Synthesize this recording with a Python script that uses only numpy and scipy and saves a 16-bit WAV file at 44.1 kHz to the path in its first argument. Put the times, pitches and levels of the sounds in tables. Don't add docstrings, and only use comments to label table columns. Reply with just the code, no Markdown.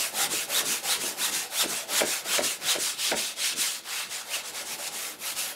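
import sys
import numpy as np
from scipy import signal
from scipy.io import wavfile
from scipy.ndimage import uniform_filter1d

SR = 44100
rng = np.random.default_rng(int(sys.argv[2]) if len(sys.argv) > 2 else 0)


def unload_audio(sound):
    columns = np.transpose(np.atleast_2d(sound))
    steps = np.round(np.clip(columns, -1, 1) * 32767)
    wavfile.write(sys.argv[1], SR, steps.astype(np.int16))


N = 244755


def gain_of(db):
    return 10 ** (np.asarray(db) / 20)


def evened(x):
    return x / np.sqrt(np.mean(x ** 2) + 1e-20)


def read(points, hz):
    f, value = np.transpose(points)
    return np.interp(np.log(hz + 1), np.log(f + 1), value)


def add(mix, s, sound):
    part = mix[round(s * SR):][:len(sound)]
    part += sound[:len(part)]


def split(x, edge_hz):
    low = signal.sosfiltfilt(signal.butter(2, edge_hz, fs=SR, output="sos"), x)
    return low, x - low


def high_pass(x, edge_hz):
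    return signal.sosfilt(signal.butter(2, edge_hz, "high", fs=SR, output="sos"), x)


def coloured(x, shape, peaks=(), patchy_db=0., size=512):
    overlap = size - size // 4
    hz, _, z = signal.stft(x, SR, nperseg=size, noverlap=overlap)
    patches = uniform_filter1d(rng.standard_normal(z.shape), size=4, axis=0)
    patches = uniform_filter1d(patches, size=8, axis=1)
    bumps_db = sum(db / (1 + (2 * (hz - f) / width) ** 2) for f, width, db in peaks)
    level_db = read(shape, hz) + bumps_db
    z = z * gain_of(level_db[:, None] + patchy_db * evened(patches))
    return evened(signal.istft(z, SR, nperseg=size, noverlap=overlap)[1][:N])


def ring(modes, rise_s, phases):
    t = np.arange(8000) / SR
    x = sum(gain_of(db - 60 * t / t60) * np.sin(2 * np.pi * (hz * t + turns))
            for (hz, db, t60), turns in zip(modes, phases))
    x *= 1 - np.exp(-(t / rise_s) ** 2)
    return x / abs(x).max()


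# frequency in Hz, density in dB per Hz.
AIR_MURMUR = [(25, -20), (60, -7), (200, 3), (500, 2.5), (900, -14.5), (1500, -34), (4000, -35.5)]
ROOM_TONE_DB = -62.5


def room_tone():
    shared, apart = (coloured(rng.standard_normal(N), AIR_MURMUR, patchy_db=-1.5, size=2048)
                     for _ in range(2))
    return gain_of(ROOM_TONE_DB) * (shared + 0.66 * apart * np.array([[1], [-1]]))


# frequency in Hz, decay by 60 dB in seconds.
ROOM_DECAY = [(200, 0.16), (1000, 0.35), (4000, 0.23), (12000, 0.062)]


def studio(x):
    taps = np.zeros((2, SR // 2))
    at = np.arange(200, SR // 2 - 20, 20)
    taps[:, at + rng.integers(0, 20, len(at))] = rng.choice([-1., 1.], (2, len(at)))
    hz, t, z = signal.stft(taps, SR, nperseg=256)
    z[1] = z[0] + (z[1] - z[0]) * 0.045 / (1 + (hz[:, None] / 600) ** 4)
    decay_db = -60 * t / read(ROOM_DECAY, hz)[:, None]
    tail = signal.istft(z * gain_of(decay_db), SR, nperseg=256)[1]
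    return signal.fftconvolve(x[None], tail / np.linalg.norm(tail[0]), axes=1)[:, :N]


# start in seconds, peak in dB.
THUMPS = [(.28, -61), (.335, -62), (.622, -57), (.967, -55), (1.302, -58), (1.647, -56), (2.022, -57),
          (2.392, -59), (2.76, -64), (3.127, -58), (3.552, -62), (3.92, -66)]
# frequency in Hz, level in dB, decay by 60 dB in seconds.
EASEL_MODES = [(53, 4, 0.12), (95, -9, 0.083)]


def easel_thumps():
    out = np.zeros(N)
    for s, peak_db in THUMPS:
        add(out, s, gain_of(peak_db) * ring(EASEL_MODES, rise_s=.01, phases=[0, 0]))
    return out


# start in seconds, peak of the ringing in dB,
# frequency where the blow is strongest in Hz, crack in dB re that peak.
KNOCKS = [(.335, -25, 422, -15), (.632, -26.5, 463, -15), (1.036, -30, 363, -15), (1.628, -39, 574, -4),
          (1.638, -24.5, 620, -13), (1.645, -25, 428, -9), (1.657, -25, 376, -4), (2.0073, -23, 555, 7.5),
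          (2.012, -22, 520, 7), (2.017, -13.5, 605, -8), (2.034, -20.5, 385, -4), (2.046, -26, 394, -3),
          (2.058, -32, 457, -12), (2.258, -31, 550, -20), (2.382, -28.5, 477, 11), (2.386, -23.5, 520, 0),
          (2.391, -16, 613, -10), (2.407, -23.5, 363, 0), (2.754, -24.5, 550, -7), (2.760, -22, 606, -5),
          (2.784, -25, 390, -7), (3.1152, -26, 470, 4), (3.118, -19.5, 493, 4), (3.124, -20, 650, -6),
          (3.135, -21.5, 415, -2), (3.142, -24.5, 426, 1), (3.155, -31, 500, -14), (3.559, -39, 450, -9),
          (3.584, -34, 296, -13), (4.366, -34.5, 560, -14)]
# frequency in Hz, level in dB before the blow favours
# some of them, decay by 60 dB in seconds.
FRAME_MODES = [(270.5, 8.5, 0.04), (363, 2, 0.051), (446.5, 4, 0.03), (547, 3.5, 0.025), (597.5, 4, 0.031),
               (753, -4.5, 0.089), (933, 0, 0.14)]
# frequency in Hz, level in dB, decay by 60 dB in seconds.
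CRACK_MODES = [(1410, 2, 0.013), (1690, 4, 0.013), (2240, 7, 0.0091), (2730, -24, 0.01)]


def knocks():
    out = np.zeros(N)
    chances = rng.random((len(KNOCKS), len(FRAME_MODES)))
    for (s, peak_db, centre, crack_db), chance in zip(KNOCKS, chances):
        modes = [(hz, db - 40 * np.log2(hz / centre) ** 2, t60) for hz, db, t60 in FRAME_MODES]
        add(out, s, gain_of(peak_db) * ring(modes, rise_s=0.0013, phases=0.34 * chance))
        add(out, s, gain_of(peak_db + crack_db) * ring(CRACK_MODES, rise_s=.0003, phases=chance))
    return high_pass(out, 200)


# start in seconds, pressed on
# in seconds, easing off in seconds, hiss at the turn in dB, hiss pressed in dB, hiss easing in dB,
# fastest at share of the stroke 0-1, threads crossed per second at the fastest in Hz, whine in dB re hiss
# before it swells with speed, mean scrape in dB re hiss, dryness that tilts the scrape to its treble in dB,
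# mean canvas drumming in dB, canvas boom at the turn in dB, boom early in dB, boom late in dB,
# mean dry tip fizz in dB re hiss.
STROKES = [(-0.1, 0.005, 0.05, -51.0, -28.5, -31.5, 0.56, 2760, -12.5, -6, -3, -47, -51, -43, -60, -7),
           (0.124, 0.204, 0.24, -48, -28.0, -26.5, 0.63, 3740, -10.5, -4, -2, -40.5, -55, -47, -49, -6),
           (0.288, 0.33, 0.43, -46.0, -29, -35, 0.47, 2740, -9.5, -3.5, -1, -48, -44.5, -43.5, -56, -6),
           (0.475, 0.511, 0.59, -50, -34.5, -25.5, 0.61, 3820.0, -8, -2.5, -3, -41, -53, -50, -49, -4.5),
           (0.636, 0.66, 0.721, -42, -32, -28, 0.43, 2870, -14.5, -5, -1.5, -46.5, -46.5, -40.5, -51, -6),
           (0.821, 0.856, 0.928, -48.5, -33.5, -26, 0.64, 3960, -9.5, -3.5, -2, -42, -56, -52, -51.5, -7),
           (0.985, 1.016, 1.08, -41, -33, -32, 0.34, 2900, -13, -4, -1, -45, -48, -44, -49, -7),
           (1.16, 1.256, 1.299, -48.5, -27.0, -34.5, 0.53, 3860, -8.5, -3.5, -2, -42.5, -56, -49, -54, -5.5),
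           (1.309, 1.316, 1.352, -40, -36, -28.5, 0.42, 2750, -18, -4.5, -1.5, -45, -45, -49, -58, -8),
           (1.495, 1.547, 1.613, -52.5, -36.0, -25.5, 0.6, 3630, -8.5, -3, -1, -43, -58, -58, -50, -4.5),
           (1.67, 1.703, 1.768, -43, -31.5, -33.0, 0.51, 2780, -12, -4.5, -1.5, -46.5, -45, -46, -61, -9),
           (1.871, 1.975, 1.99, -53, -27.5, -25.5, 0.58, 3850.0, -11.0, -2, -1.5, -42, -58, -47, -50, -6),
           (2.044, 2.065, 2.133, -41, -31.5, -29, 0.44, 2550.0, -14, -5.5, -2.5, -48, -38, -49.5, -69, -8.5),
           (2.241, 2.254, 2.353, -51, -40.5, -25.5, 0.56, 3300, -10, -2, -2.5, -41, -55, -46, -55, -7.5),
           (2.415, 2.421, 2.445, -42, -36, -26.5, 0.43, 2900, -13, -6, -0.5, -50, -40, -46.5, -60, -9),
           (2.592, 2.637, 2.706, -54.0, -39.5, -25.5, 0.55, 3850, -6.5, -1, 0.0, -46, -56, -46.5, -62, -7.5),
           (2.78, 2.809, 2.872, -42, -31, -28.0, 0.45, 3300, -24.0, -5, 1, -55, -41, -53, -59, -13),
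           (2.965, 3.035, 3.106, -48, -30, -32, 0.58, 3360.0, -11.0, -2, 3.5, -53, -56, -61, -55, -10),
           (3.145, 3.177, 3.285, -45.0, -29.5, -35.5, 0.53, 3480, -16, -4, 2, -52.0, -37, -48.5, -60, -10.5),
           (3.353, 3.469, 3.54, -53.0, -27.5, -39, 0.47, 3180, -14, -3, 3.0, -53, -61, -58, -64, -14),
           (3.547, 3.614, 3.767, -50, -26, -38.5, 0.4, 3180, -14.5, -5.0, 1.0, -52.5, -47, -58, -65, -10),
           (3.826, 3.94, 4.01, -57, -36.0, -36, 0.71, 2740, -8.5, 0.5, -0.5, -53.5, -64, -63, -63, -6.0),
           (4.085, 4.128, 4.212, -49, -34.5, -41.5, 0.36, 2510, -12, -2, -1, -50.5, -54, -64, -64, -11),
           (4.247, 4.255, 4.349, -50, -54, -31.5, 0.55, 2790, -7.5, -1.5, 0, -47.5, -65, -65, -58, -6.5),
           (4.427, 4.457, 4.496, -47.5, -40, -39, 0.43, 2000.0, -25.0, -1, -1.5, -49, -65, -64, -59, -9),
           (4.52, 4.567, 4.617, -49.5, -37, -38.5, 0.6, 2280, -16, -1, -1.5, -47, -54, -61, -57, -6.5),
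           (4.645, 4.666, 4.739, -46, -40, -35.5, 0.7, 2530, -11.5, -3.5, 0, -48, -53, -55, -50, -7),
           (4.773, 4.79, 4.878, -48, -41, -35.0, 0.57, 2580.0, -24.0, -2, -2, -46.5, -54, -59, -60, -7),
           (4.904, 4.94, 5.069, -47, -37, -37, 0.26, 2160, -18, -3, -2.5, -51.5, -52, -56, -60, -4.5),
           (5.179, 5.28, 5.325, -58, -34.5, -37.5, 0.57, 2950, -13, -2, -2.5, -50, -55, -56, -61, -2),
           (5.348, 5.389, 5.504, -46, -31.0, -39.5, 0.26, 2800, -15.0, -3.5, -1.5, -50.5, -52, -60, -57, -2.5)]
(START, PRESSED, EASING, TURN_DB, PRESSED_DB, EASING_DB, FASTEST, TOP_HZ, WHINE_DB, SCRAPE_DB,
 DRYNESS_DB, DRUM_DB, BOOM_TURN_DB, BOOM_EARLY_DB, BOOM_LATE_DB, FIZZ_DB) = np.transpose(STROKES)
LAST_TURN_S, LAST_TURN_DB = 5.56, -59
TURNS = np.append(START, LAST_TURN_S)
LENGTHS = np.diff(TURNS)
PRESS_CURVE, EASE_CURVE = 1.01, 1.19


def contact(t):
    which = np.clip(np.searchsorted(TURNS, t, "right") - 1, 0, len(STROKES) - 1)
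    a, b = TURNS[which], TURNS[which + 1]
    rise = np.clip((t - a) / (PRESSED[which] - a), 0, 1) ** PRESS_CURVE
    fall = np.clip((b - t) / (b - EASING[which]), 0, 1) ** EASE_CURVE
    drag_s = np.ravel([PRESSED, EASING], "F")
    drag_db = np.interp(t, drag_s, np.ravel([PRESSED_DB, EASING_DB], "F"))
    held = np.clip(t, PRESSED[which], EASING[which])
    drag = gain_of(np.interp(held, t, drag_db)) * rise * fall
    rest = gain_of(np.interp(t, TURNS, np.append(TURN_DB, LAST_TURN_DB)))
    level = uniform_filter1d(np.hypot(drag, rest), size=300)
    return which, np.clip((t - a) / (b - a), 0, 1), 20 * np.log10(level)


def slips(per_s, spread_db):
    size = gain_of(spread_db * np.minimum(rng.exponential(1, N), 5))
    return size * rng.standard_normal(N) * (rng.random(N) < per_s / SR)


def smooth(db):
    return uniform_filter1d(db, size=600)


def drift(up_down_db, which, progress):
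    return np.take(up_down_db, which % 2) * (progress - .5)


# frequency in Hz, density in dB per Hz.
DRUM_SPECTRUM = [(60, -45), (250, -28), (420, -6.5), (520, 3.5), (620, -1), (780, 3), (1000, -6.5),
                 (1600, -35)]
# frequency in Hz, density in dB per Hz.
BOOM_SPECTRUM = [(25, -49), (55, -12), (100, -16), (160, -5.5), (220, -4.5), (360, -1.5), (450, -3),
                 (700, -38.5)]
BOOM_AT = (0, .35, .7)
DRUM_DRIFT, DRUM_FOLLOW = (-2.5, -2.5), 0.13
DRUM_DIP_DB, DRUM_DIP_S = -6, 0.011


def canvas_drumming(t, which, progress, swell_db):
    from_turn = np.minimum(progress, 1 - progress) * LENGTHS[which]
    dip_db = DRUM_DIP_DB * np.exp(-(from_turn / DRUM_DIP_S) ** 2)
    drum_db = DRUM_DB[which] + drift(DRUM_DRIFT, which, progress) + DRUM_FOLLOW * swell_db + dip_db
    boom_s = np.ravel(START + np.outer(BOOM_AT, LENGTHS), "F")
    boom_points_db = np.ravel([BOOM_TURN_DB, BOOM_EARLY_DB, BOOM_LATE_DB], "F")
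    boom_db = np.interp(t, boom_s, boom_points_db)
    drum = coloured(slips(per_s=8000, spread_db=2.5), DRUM_SPECTRUM, patchy_db=3.5, size=2048)
    boom = coloured(rng.standard_normal(N), BOOM_SPECTRUM, patchy_db=1.0, size=2048)
    return gain_of(smooth(drum_db)) * drum + gain_of(smooth(boom_db)) * boom


def resonate(x, hz, width_hz):
    turn = np.exp(2j * np.pi * np.cumsum(hz) / SR)
    r = np.exp(-np.pi * width_hz / SR)
    return 2 * (turn * signal.lfilter([1 - r], [1, -r], x / turn)).real


def weave_whine(t, which):
    fastest_s = START + np.clip(FASTEST, .1, .9) * LENGTHS
    knots = np.append(np.ravel([START, fastest_s], "F"), LAST_TURN_S)
    arch = abs(np.sin(np.pi / 2 * np.interp(t, knots, np.arange(len(knots)))))
    hz = TOP_HZ[which] * np.maximum(arch, .1) ** 1.08
    threads = resonate(rng.standard_normal(N), hz, width_hz=300)
    threads = resonate(threads, hz, width_hz=450)
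    return gain_of(WHINE_DB[which]) * (0.61 + 1.19 * arch ** 3) * evened(threads)


# frequency in Hz, density in dB per Hz.
HISS_SPECTRUM = [(100, -57), (600, -33), (1500, -23), (3000, -12.5), (4500, -4.5), (7000, -1.5), (9500, -3),
                 (12000, -12.5), (15600, -20)]
# frequency in Hz, density in dB per Hz.
SCRAPE_SPECTRUM = [(100, -48), (400, -22.5), (900, -5.5), (1400, -0.5), (2200, -4), (3300, 1.5), (4200, 0),
                   (5500, -4), (8000, -24)]
# frequency in Hz, density in dB per Hz.
FIZZ_SPECTRUM = [(1000, -55), (8000, -22), (10500, 0), (12000, -1), (14000, -6), (15700, -9.5)]
# frequency in Hz, width in Hz, boost in dB.
BRISTLE_PEAKS = [(1510, 230, 0), (1830, 82, 2), (2160, 210, 5), (2630, 300, 3), (3690, 110, 2.5),
                 (6900, 830, 0)]
SCRAPE_DRIFT, FIZZ_DRIFT = (1.9, 1.2), (8.4, -4.5)  # dB, going up and going down
SCRAPE_HOLD, FIZZ_HOLD = 0.19, 0.028
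AIR_HZ, AIR_DB_PER_DB, AIR_EVEN_DB = 12600, 0.08, -32.5


def bristle_slips(which, progress, hiss_db, swell_db):
    scrape_db = SCRAPE_DB[which] + drift(SCRAPE_DRIFT, which, progress) - SCRAPE_HOLD * swell_db
    fizz_db = FIZZ_DB[which] + drift(FIZZ_DRIFT, which, progress) - FIZZ_HOLD * swell_db
    hiss = coloured(slips(per_s=20000, spread_db=0.0), HISS_SPECTRUM, BRISTLE_PEAKS, patchy_db=2.0)
    scrape = coloured(slips(per_s=15000, spread_db=0.5), SCRAPE_SPECTRUM, BRISTLE_PEAKS, patchy_db=2.0)
    fizz = coloured(slips(per_s=20000, spread_db=2.0), FIZZ_SPECTRUM, patchy_db=-1.0)
    dull, bright = split(scrape, 2400)
    dryness = gain_of(smooth(DRYNESS_DB[which]))
    scrape = dull / dryness + bright * dryness
    layers = hiss + gain_of(smooth(scrape_db)) * scrape + gain_of(smooth(fizz_db)) * fizz
    body, air = split(layers, AIR_HZ)
    return body + air * gain_of(AIR_DB_PER_DB * (hiss_db - AIR_EVEN_DB))


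def brush():
    t = np.arange(N) / SR
    which, progress, hiss_db = contact(t)
    swell_db = hiss_db - np.maximum(PRESSED_DB, EASING_DB)[which]
    rubbing = bristle_slips(which, progress, hiss_db, swell_db) + weave_whine(t, which)
    return gain_of(hiss_db) * rubbing + canvas_drumming(t, which, progress, swell_db)


def scene():
    easel = brush() + knocks() + easel_thumps()
    return easel + gain_of(-12) * studio(easel) + room_tone()


EDGE_HZ = 15750


def record(dry):
    thin = high_pass(dry, 42)
    band = signal.firwin(2047, EDGE_HZ, window=("kaiser", 10), fs=SR)
    return signal.oaconvolve(thin, band[None], "same")


dry = scene()
out = record(dry)
unload_audio(out)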